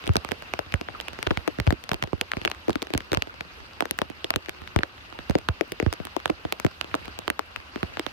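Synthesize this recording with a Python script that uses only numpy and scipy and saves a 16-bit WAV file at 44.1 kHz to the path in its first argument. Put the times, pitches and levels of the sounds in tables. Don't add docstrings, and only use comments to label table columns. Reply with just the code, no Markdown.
import sys
import numpy as np
from scipy import signal
from scipy.fft import rfft, irfft
from scipy.io import wavfile
from scipy.ndimage import uniform_filter1d

SR = 44100
rng = np.random.default_rng(int(sys.argv[2]) if len(sys.argv) > 2 else 0)


def waveform_to_disk(signal):
    frames = np.transpose(np.atleast_2d(signal))
    scaled = np.clip(frames, -1, 1) * 32767
    samples = np.round(scaled).astype(np.int16)
    wavfile.write(sys.argv[1], SR, samples)


N = 358091
MIDDLE_HZ = 2000


def from_db(db):
    return 10 ** (np.asarray(db) / 20)


def at_hz(points, hz):
    frequencies, values = np.transpose(points)
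    return np.interp(np.log(hz), np.log(frequencies), values)


def rms_one(x):
    return x / np.sqrt(np.mean(x ** 2) + 1e-20)


def drift(corner_hz):
    step = 40
    pole = np.exp(-2 * np.pi * step * corner_hz / SR)
    noise = rng.standard_normal(N // step + 2002)
    slow = signal.lfilter([1], [1, -2 * pole, pole * pole], noise)[2000:]
    return np.interp(np.arange(N) / step, np.arange(len(slow)), rms_one(slow))


def far_rain(flicker_db=1.98, clicks_per_s=500, click_spread_db=10.5, click_share=0.35):
    # (frequency [Hz], relative spectral level [dB])
    spectrum = [(25, -24), (40, -10), (70, 1.5), (130, -14.5), (200, -10.5), (420, -12.5), (800, -13),
                (1300, -9.5), (1900, -12), (2800, -18.5), (3600, -18), (4800, -20.5), (6850, -38),
                (12500, -38), (15800, -42)]
    # (frequency [Hz], correlation [-1 to 1])
    correlation = [(60, 0.81), (200, 0.75), (600, 0.13), (1200, 0.096), (1900, -0.74), (2850, 0.26),
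                   (3600, -0.29), (6000, 0.027)]
    # (frequency [Hz], left minus right [dB])
    balance = [(60, -2), (500, -2), (2100, 2), (4600, -5.5), (7000, 4), (15000, -6.5)]
    # (time [s], level [dB])
    loudness = [(0, -40.5), (2.5, -43), (6.5, -43), (8.12, -41)]
    common_flicker = drift(1.5)
    sizes = from_db(click_spread_db * np.minimum(rng.exponential(1, (2, N)), 6))
    signs = rng.choice([-1, 1], (2, N))
    clicks = rms_one(sizes * signs * (rng.random((2, N)) < clicks_per_s / SR))
    white = rng.standard_normal((2, 2, N)) + click_share * clicks
    hiss, edges = 0, 25 * 2 ** (np.arange(29) / 3)
    for k, (low, high) in enumerate(zip(edges, edges[1:])):
        band = signal.butter(2, [low, high], "band", fs=SR, output="sos")
        mid, side = signal.sosfilt(band, white[k % 2])
        hz = np.sqrt(low * high)
        alike, lean = at_hz(correlation, hz), from_db(at_hz(balance, hz) / 2)
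        pair = np.sqrt(1 + alike) * mid + np.sqrt(1 - alike) * side * [[1], [-1]]
        gain = from_db(at_hz(spectrum, hz) + flicker_db * (.5 * common_flicker + drift(22.5)))
        hiss = hiss + gain * pair * [[lean], [1 / lean]]
    hiss = signal.sosfilt(signal.cheby2(12, 40, 15950, fs=SR, output="sos"), hiss)
    # (frequency [Hz], bandwidth [Hz], boost [dB])
    sizzle = (2760, 310, 8.2)
    hz, width_hz, boost_db = sizzle
    resonance = signal.lfilter(*signal.iirpeak(hz, hz / width_hz, fs=SR), hiss)
    hiss = hiss + (from_db(boost_db) - 1) * resonance
    level_db = np.interp(np.arange(N) / SR, *np.transpose(loudness))
    return from_db(level_db) * rms_one(hiss)


def fine_drops(per_s, strength_db, spread_db, boom_db, flap_db, crisp_db):
    luck = rng.standard_normal((200, 6))
    times = np.cumsum(rng.exponential(1, 200)) / per_s
    levels = np.array([strength_db, boom_db, flap_db, crisp_db]) + spread_db * luck[:, :4]
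    pitch_hz, pan_db = MIDDLE_HZ * np.exp(0.49 * luck[:, 4]), 5.3 * luck[:, 5]
    return np.column_stack([times, levels, pitch_hz, pan_db])[times < N / SR]


def impact_spectrum(hz, drop, luck, tap_peak_db=7.5, sharpness=3.5):
    part_hz = [90, 310, 1100, 3500, 9500]
    # (frequency [Hz], gain [dB])
    cloth = [(25, -40), (50, -9.5), (80, -1.5), (150, -6.5), (1400, -6), (2750, -6.5), (7500, -5.5),
             (12500, -5), (16500, -10.5)]
    # (frequency [Hz], mean boost [dB])
    modes = [(345, 5), (660, 4.5)]
    _, strength_db, boom_db, flap_db, crisp_db, pitch_hz, _ = drop
    octaves = np.log2(pitch_hz / MIDDLE_HZ)
    knock_db = 1.5 * octaves + 0.063 * flap_db
    tap_db = -7 + 0.5 * octaves + 0.16 * crisp_db
    spray_db = -26.5 + crisp_db
    parts_db = strength_db + np.array([boom_db, flap_db, knock_db, tap_db, spray_db])
    level_db = at_hz(list(zip(part_hz, parts_db)), hz) + at_hz(cloth, hz)
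    level_db += tap_peak_db / (1 + (sharpness * np.log(hz / pitch_hz)) ** 2)
    tuning = 1 + 0.25 * (luck[2] - .5)
    for (mode_hz, mode_db), share in zip(modes, luck):
        level_db += (.5 + share) * mode_db / (1 + (sharpness * np.log(hz / tuning / mode_hz)) ** 2)
    return level_db


def causal(level_db):
    cepstrum = irfft(level_db * np.log(10) / 20)
    half = cepstrum.shape[-1] // 2
    cepstrum[..., 1:half] *= 2
    cepstrum[..., half + 1:] = 0
    return np.exp(rfft(cepstrum))


def echoes(noise, fade_s, gain):
    fade = np.exp(-np.arange(len(noise)) / SR / fade_s)
    return gain * rfft(noise * fade) / np.sqrt(np.sum(fade ** 2))


def scattering(hz, noise):
    treble = echoes(noise[0], fade_s=.0008, gain=1.464) / (1 + (1070 / hz) ** 2)
    shudder = echoes(noise[1], fade_s=.004, gain=1.38) / (1 + (hz / 296) ** 2)
    patter = echoes(noise[0, ::-1], fade_s=.012, gain=0.45) / (1 + (1.8 * np.log(hz / 520)) ** 2)
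    return 1 + treble + shudder + patter


def cloth_hits(drops, port_lag_s=0.0003, bass_lag_rad=1.16, flip_hz=196.5, size=3072):
    out = np.zeros((2, N + size))
    hz = np.maximum(np.arange(size // 2 + 1) * SR / size, 10)
    chances = rng.random((len(drops), 4))
    noises = rng.standard_normal((len(drops), 2, 2, size))
    for drop, luck, noise in zip(drops, chances, noises):
        start_s, pan_db = drop[0], drop[-1]
        cycles = 0.654 * (0.63 + 0.619 * luck[3])
        dispersion = np.exp(-2j * np.pi * cycles * np.log(hz / 10200))
        pulse = causal(impact_spectrum(hz, drop, luck)) * dispersion * SR / np.sqrt(2)
        balance_db = at_hz([(90, 0.46 * pan_db - 3), (300, pan_db - .8)], hz)
        for side, sign in enumerate((1, -1)):
            farness = (1 - sign * np.tanh(pan_db / 2.48)) / 2
            phase = farness * (2 * np.pi * hz * port_lag_s + bass_lag_rad / (1 + (hz / flip_hz) ** 2))
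            phase += side * np.pi / (1 + (flip_hz / hz) ** 3)
            port = from_db(sign * balance_db / 2) * np.exp(-1j * phase)
            out[side, round(start_s * SR):][:size] += irfft(pulse * port * scattering(hz, noise[side]))
    return out[:, :N]


def bubbles(per_s, level_db, low_hz, high_hz, decay_cycles, rise, size=2048):
    # (time [s], frequency [Hz], level [dB])
    plinks = [(.949, 1320, -25), (.955, 1190, -31), (3.296, 1430, -26), (5.15, 875, -31)]
    luck = rng.random((400, 4))
    times = np.cumsum(rng.exponential(1, 400)) / per_s
    pitches = low_hz * (high_hz / low_hz) ** luck[:, 0]
    faint = np.column_stack([times, pitches, level_db - 8.2 * luck[:, 1]])[times < N / SR]
    out, t = np.zeros((2, N + size)), np.arange(size) / SR
    for (start_s, hz, db), (_, _, pan, lag) in zip(np.vstack([plinks, faint]), luck):
        cycles = hz * t
        envelope = (1 - np.exp(-cycles / 0.29)) * np.exp(-cycles / decay_cycles)
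        for side, sign in enumerate((1, -1)):
            tone = np.sin(2 * np.pi * (cycles + rise * cycles ** 2 + side * lag))
            gain = from_db(db + sign * 2 * (pan - 0.5))
            out[side, round(start_s * SR):][:size] += gain * envelope * tone
    return out[:, :N]


def hum():
    # (start [s], end [s], frequency [Hz], peak level [dB])
    tone = (4.5, 5, 365, -55)
    start_s, end_s, hz, db = tone
    t = np.arange(N) / SR
    progress = np.clip((t - start_s) / (end_s - start_s), 0, 1)
    envelope = np.sqrt(np.sin(np.pi * progress) + 1e-12)
    return from_db(db) * envelope * np.sin(2 * np.pi * hz * t)


def scene():
    # (time [s], strength [dB], boom re strength [dB],
    # flap re strength [dB], crispness [dB], tap pitch [Hz], left minus right [dB])
    drops = [(0.04, -97, 10, 10, 0, 3520, -6), (0.059, -94, 0, 0, 2, 3500, 0),
             (0.068, -88, 13, 11, 2, 3330, 3), (0.076, -86, 16.0, 18.5, 9, 2920, 0),
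             (0.092, -84, 35.5, 23, -10, 1250.0, 2), (0.136, -95, 10, 1, 11, 1460.0, 1),
             (0.156, -75, 8, 17, 0, 1540, -0.5), (0.167, -73, 9, 6, 4.5, 5160, 1.5),
             (0.248, -82.5, -3, 0, 1.5, 1120, -12.5), (0.289, -87.5, 6, 7, 1, 4180.0, 6),
             (0.311, -88, -5, 18, 0, 3410.0, -0.5), (0.318, -78.5, 4, 10.5, -0.5, 1450, -12),
             (0.423, -89.5, -4, 7, 2, 1470, 2.5), (0.537, -78.5, -4, 6.5, -3, 2300, -3.5),
             (0.591, -79, -3, 10.5, -1, 1620, 10), (0.723, -85, 6, -6, -4, 2430, 1),
             (0.74, -72.5, 12, 7, -4, 1560, -1), (0.812, -86.5, -1, 18.5, 3, 4840.0, 3.5),
             (0.886, -80, -14, 6.5, -25, 1070, 3.5), (1.001, -85, -14, -3, -4, 2680, -9),
             (1.011, -96, -0.5, 3, 16, 3500.0, 2), (1.083, -85.5, -29, 6, 7, 2830, -1.5),
             (1.132, -92.5, 10, 4, 2, 3300, -2.5), (1.189, -91.5, 16.5, 11, -1, 2100, -4),
             (1.228, -80.5, -8, 2, 8, 1910, 5), (1.267, -85, 8, 17, 2, 2890.0, -1),
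             (1.271, -73, 4, 2, -12, 1290, 2), (1.307, -73, 11, 10, -20, 930, 2.5),
             (1.311, -77.5, 9.5, 6.5, -9, 1360, 4), (1.373, -75.5, 10.5, 5, -3, 2210, -1.5),
             (1.477, -79.5, -9, 18.5, 4, 1320, 9), (1.482, -88, -6, 19, -6, 1370, 10),
             (1.586, -87, 23, 20.5, -2, 1710.0, 0), (1.6, -78.5, 18, 6, 5, 2170, -0.5),
             (1.668, -83.5, 19, 17, 4, 2670, 3), (1.674, -70, 19.5, 6, -17, 1330, 2),
             (1.706, -78.5, 20, 10, 2, 1720, 14), (1.725, -81, 15, 18.5, 3, 1560, -4),
             (1.839, -92.5, 4, 8, 11, 2680.0, 7), (1.892, -83.5, -1, -1, 5, 4890.0, 3.5),
             (1.916, -72, 13, 7.5, -3, 1580, 3.5), (1.933, -83.5, 6, 5.5, 7, 960.0, -5.5),
             (1.943, -85, 15, 12, 10, 3250.0, 0.5), (2.025, -75.5, 3, 0, -1, 2260.0, -0.5),
             (2.038, -76.5, 11, 4.5, -2, 1010, 3), (2.074, -94, 0, 18, -1, 1540.0, 4),
             (2.131, -87.5, 28.5, 21.5, -5, 1080, -14), (2.212, -71.5, -5, 5, 6.5, 3140, -1),
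             (2.317, -77.5, -14.0, -13, 2.5, 1970, 1.5), (2.335, -79.5, -4, 3.5, -14, 1420, 1.5),
             (2.369, -85.5, 16, 19.5, -2, 2530.0, -2), (2.415, -86, 2, 9, -4, 2160, 0),
             (2.45, -70.5, -13, 0, -1, 2530, 2.5), (2.457, -80.5, 1, 14.5, 2, 2330.0, 0.5),
             (2.476, -70, -8, -4, -14, 2360, 0), (2.5, -92.5, -4, 5, 12, 960.0, -4),
             (2.515, -79, -13, -6, 1, 3470, 5.5), (2.548, -94, -8, -27, -2.0, 1540.0, -2),
             (2.682, -91.5, 22, 36.5, 6, 2230.0, 5), (2.695, -79.5, 8, 15.5, -3, 1190, -10),
             (2.705, -83, 9, 10, 3, 1660, 0.5), (2.73, -91, -1, 2, 4, 3500, -1),
             (2.756, -81.5, 7, 15.5, 2.5, 1410, 1.5), (2.82, -85.5, -13, 22, 9, 3430.0, 9.5),
             (2.826, -85.5, -8, 2, 11, 2600, -5.5), (2.87, -91, -16, 5, -1, 2640.0, -4),
             (2.904, -90.5, -6, 18, -3, 2150.0, 5), (2.937, -76.5, 2, 11, 6, 2830, -2.5),
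             (2.949, -79.5, 20, 16, -2, 1460, -2), (2.977, -80, -1, 7, 14, 2230, 0.5),
             (3.005, -87, 0, 2, -4, 2360.0, 2.5), (3.118, -73.5, 10.5, 5, -7, 4020, 2.5),
             (3.131, -78, 11, 19.5, 7, 1620, -1.5), (3.141, -86.5, 9, -3, 5, 1800.0, 13),
             (3.147, -74.5, -2, -8, 3, 980, 0), (3.172, -75.5, 11.5, 11, -3, 1440, 0.5),
             (3.222, -76, -5, -3, -0.5, 2560, 1), (3.272, -96, 12, 17, 2, 1830.0, -1.5),
             (3.408, -78, -8, -1, -4, 1750, 0.5), (3.806, -73, -27, 0, -1.5, 1310, -1),
             (3.823, -79.5, -4, 9, 0, 910, -5), (3.855, -87, -16, 16, 8, 1790, 4),
             (3.91, -82.5, 5, 12.5, 21.5, 3000, 4), (3.988, -74, -16, 1, 6.5, 2130, -0.5),
             (4.017, -73, -4, 9, -2, 970, 5), (4.1, -94.5, 9.5, 21, 11, 970, -2.5),
             (4.116, -94, -4, -2, -20.0, 1800.0, 5), (4.244, -80.5, -9, 9.5, 5, 3230, -1.5),
             (4.305, -71.5, -18, -1.5, 4.5, 1260, 0), (4.339, -80.5, 3, 0, -12.0, 2730.0, 5.5),
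             (4.36, -75.5, 10, 14, 10.5, 2810, 2.5), (4.46, -91, -5, -16, 0, 2660, 0),
             (4.485, -88.5, -6, 9, -7, 1470, 14), (4.494, -83.5, -5, -1, 8, 2180, -4.5),
             (4.618, -99, 18, 16, 5, 1300, -1), (4.675, -84.5, -2, -15, -7, 1900, 4),
             (4.762, -75.5, 18, 14, 1.5, 1270, 11.5), (4.789, -78, 9, 13.5, -3, 1740, -1.5),
             (4.808, -94.0, 4, 8, -11, 1520.0, -6), (4.833, -69, -20, -3.5, -13, 1730, 0),
             (5.126, -91.5, 0, 1, -10, 1270.0, -11), (5.189, -86.5, 12, 2.5, -8, 2180, -4.5),
             (5.297, -86, 27, 20.5, 7, 2700, -8.5), (5.309, -85, 19, 7, 2, 1430, 3.5),
             (5.353, -76, 9, 24.5, -6, 4540, 2.5), (5.38, -94, 0, 0, -8, 1500, 0.5),
             (5.386, -90, 13, 14, 6.5, 5030, -1.5), (5.487, -67, 10.5, -0.5, -5, 1400, -2.5),
             (5.61, -78, -4, 19, 1, 2180, 11.5), (5.72, -82.5, 3, 13, 13, 2820, -1.5),
             (5.8, -79.5, -25, 16.5, -0.5, 2180, 11), (5.826, -83, 19, 18.5, -3, 1580.0, -2.5),
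             (5.863, -83, 27, 22, -12.0, 1600, -13.5), (5.927, -81, -13, 6.5, 9.5, 5200, 5),
             (5.937, -86.5, 0, 7, 11, 1460, 0), (6.001, -94, 26, 22, -13, 1170.0, 13.5),
             (6.052, -93.5, 0, 17, 18.5, 3390.0, -1.5), (6.07, -89.5, -5, 5, -0.0, 960.0, 2),
             (6.165, -79, -11, 6.5, -0.5, 1030, 12.5), (6.201, -86.5, -9, -16, -7, 1890.0, -0.5),
             (6.257, -69.5, -12, -0.5, -1, 1530, -2.5), (6.278, -91, 8, -2, 3, 3700.0, 6.5),
             (6.297, -82, -8, 18.5, -14, 1180, -5), (6.3, -78.5, -3, 18.5, -3, 1110, 1.5),
             (6.451, -86, 13.5, 21, -4, 2630, 1.5), (6.524, -75, -17, 3.5, 8.5, 2690.0, -1),
             (6.599, -83, 2, 5, 7, 1640.0, 8.5), (6.648, -78, 25.5, 23.5, 1, 1500, 5),
             (6.665, -86, 11, 9.5, 2, 1300, -18), (6.812, -76, -16, -5.5, 0, 2760, -3),
             (6.844, -88.5, -8, 11, -5, 3120, -0.5), (6.942, -71, -21, 4, -16, 1120, 2),
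             (6.951, -78, -4, 8.5, 2, 950, -4.5), (7.056, -92, 10, -7.5, 2, 2780.0, -7),
             (7.08, -92.5, 2, 17, 2, 3000, 7), (7.189, -80.5, -0.5, 2, 6, 1220, 0.5),
             (7.279, -75.5, -12, 4.5, -1, 1130, -2), (7.301, -73.5, -8, 5, 7, 1930, -0.5),
             (7.393, -78, -19, 6.5, 1.5, 1230, 11), (7.561, -81, -15.0, -10.5, -1, 2930, 9.5),
             (7.759, -86.5, 9, 17, -7, 1410, -1.5), (7.83, -77.5, 18.0, 11, -6, 990, -1),
             (7.971, -81.5, 3, 4, -11, 1740, 3), (7.995, -79.5, -19, 10.5, 4, 3000, -5),
             (8.065, -87, 1, 6.5, 1, 3360, -13.5)]
    fine = fine_drops(per_s=12, strength_db=-104, spread_db=3.5, boom_db=13, flap_db=4.5, crisp_db=-7)
    hits = cloth_hits(np.vstack([drops, fine]))
    puddle = bubbles(per_s=7.1, level_db=-44, low_hz=714, high_hz=3280, decay_cycles=7.4, rise=0.0011)
    return far_rain() + hits + puddle + hum()


def gain_control(x, knee_db, slope, release_db_s, attack_s):
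    power = uniform_filter1d(np.mean(x ** 2, axis=0), size=128)
    excess_db = np.maximum(10 * np.log10(power + 1e-12) - knee_db, 0)
    recovery_db = release_db_s * np.arange(N) / SR
    cut_db = np.maximum.accumulate(slope * excess_db + recovery_db) - recovery_db
    pole = np.exp(-1 / (attack_s * SR))
    return x * from_db(-signal.lfilter([1 - pole], [1, -pole], cut_db))


def record(dry):
    ducked = gain_control(dry, knee_db=-22.5, slope=0.16, release_db_s=5, attack_s=0.049)
    rounded = 0.67 * np.tanh(ducked / 0.82)
    return signal.sosfilt(signal.cheby2(12, 70, 16950, fs=SR, output="sos"), rounded)


dry = scene()
out = record(dry)
waveform_to_disk(out)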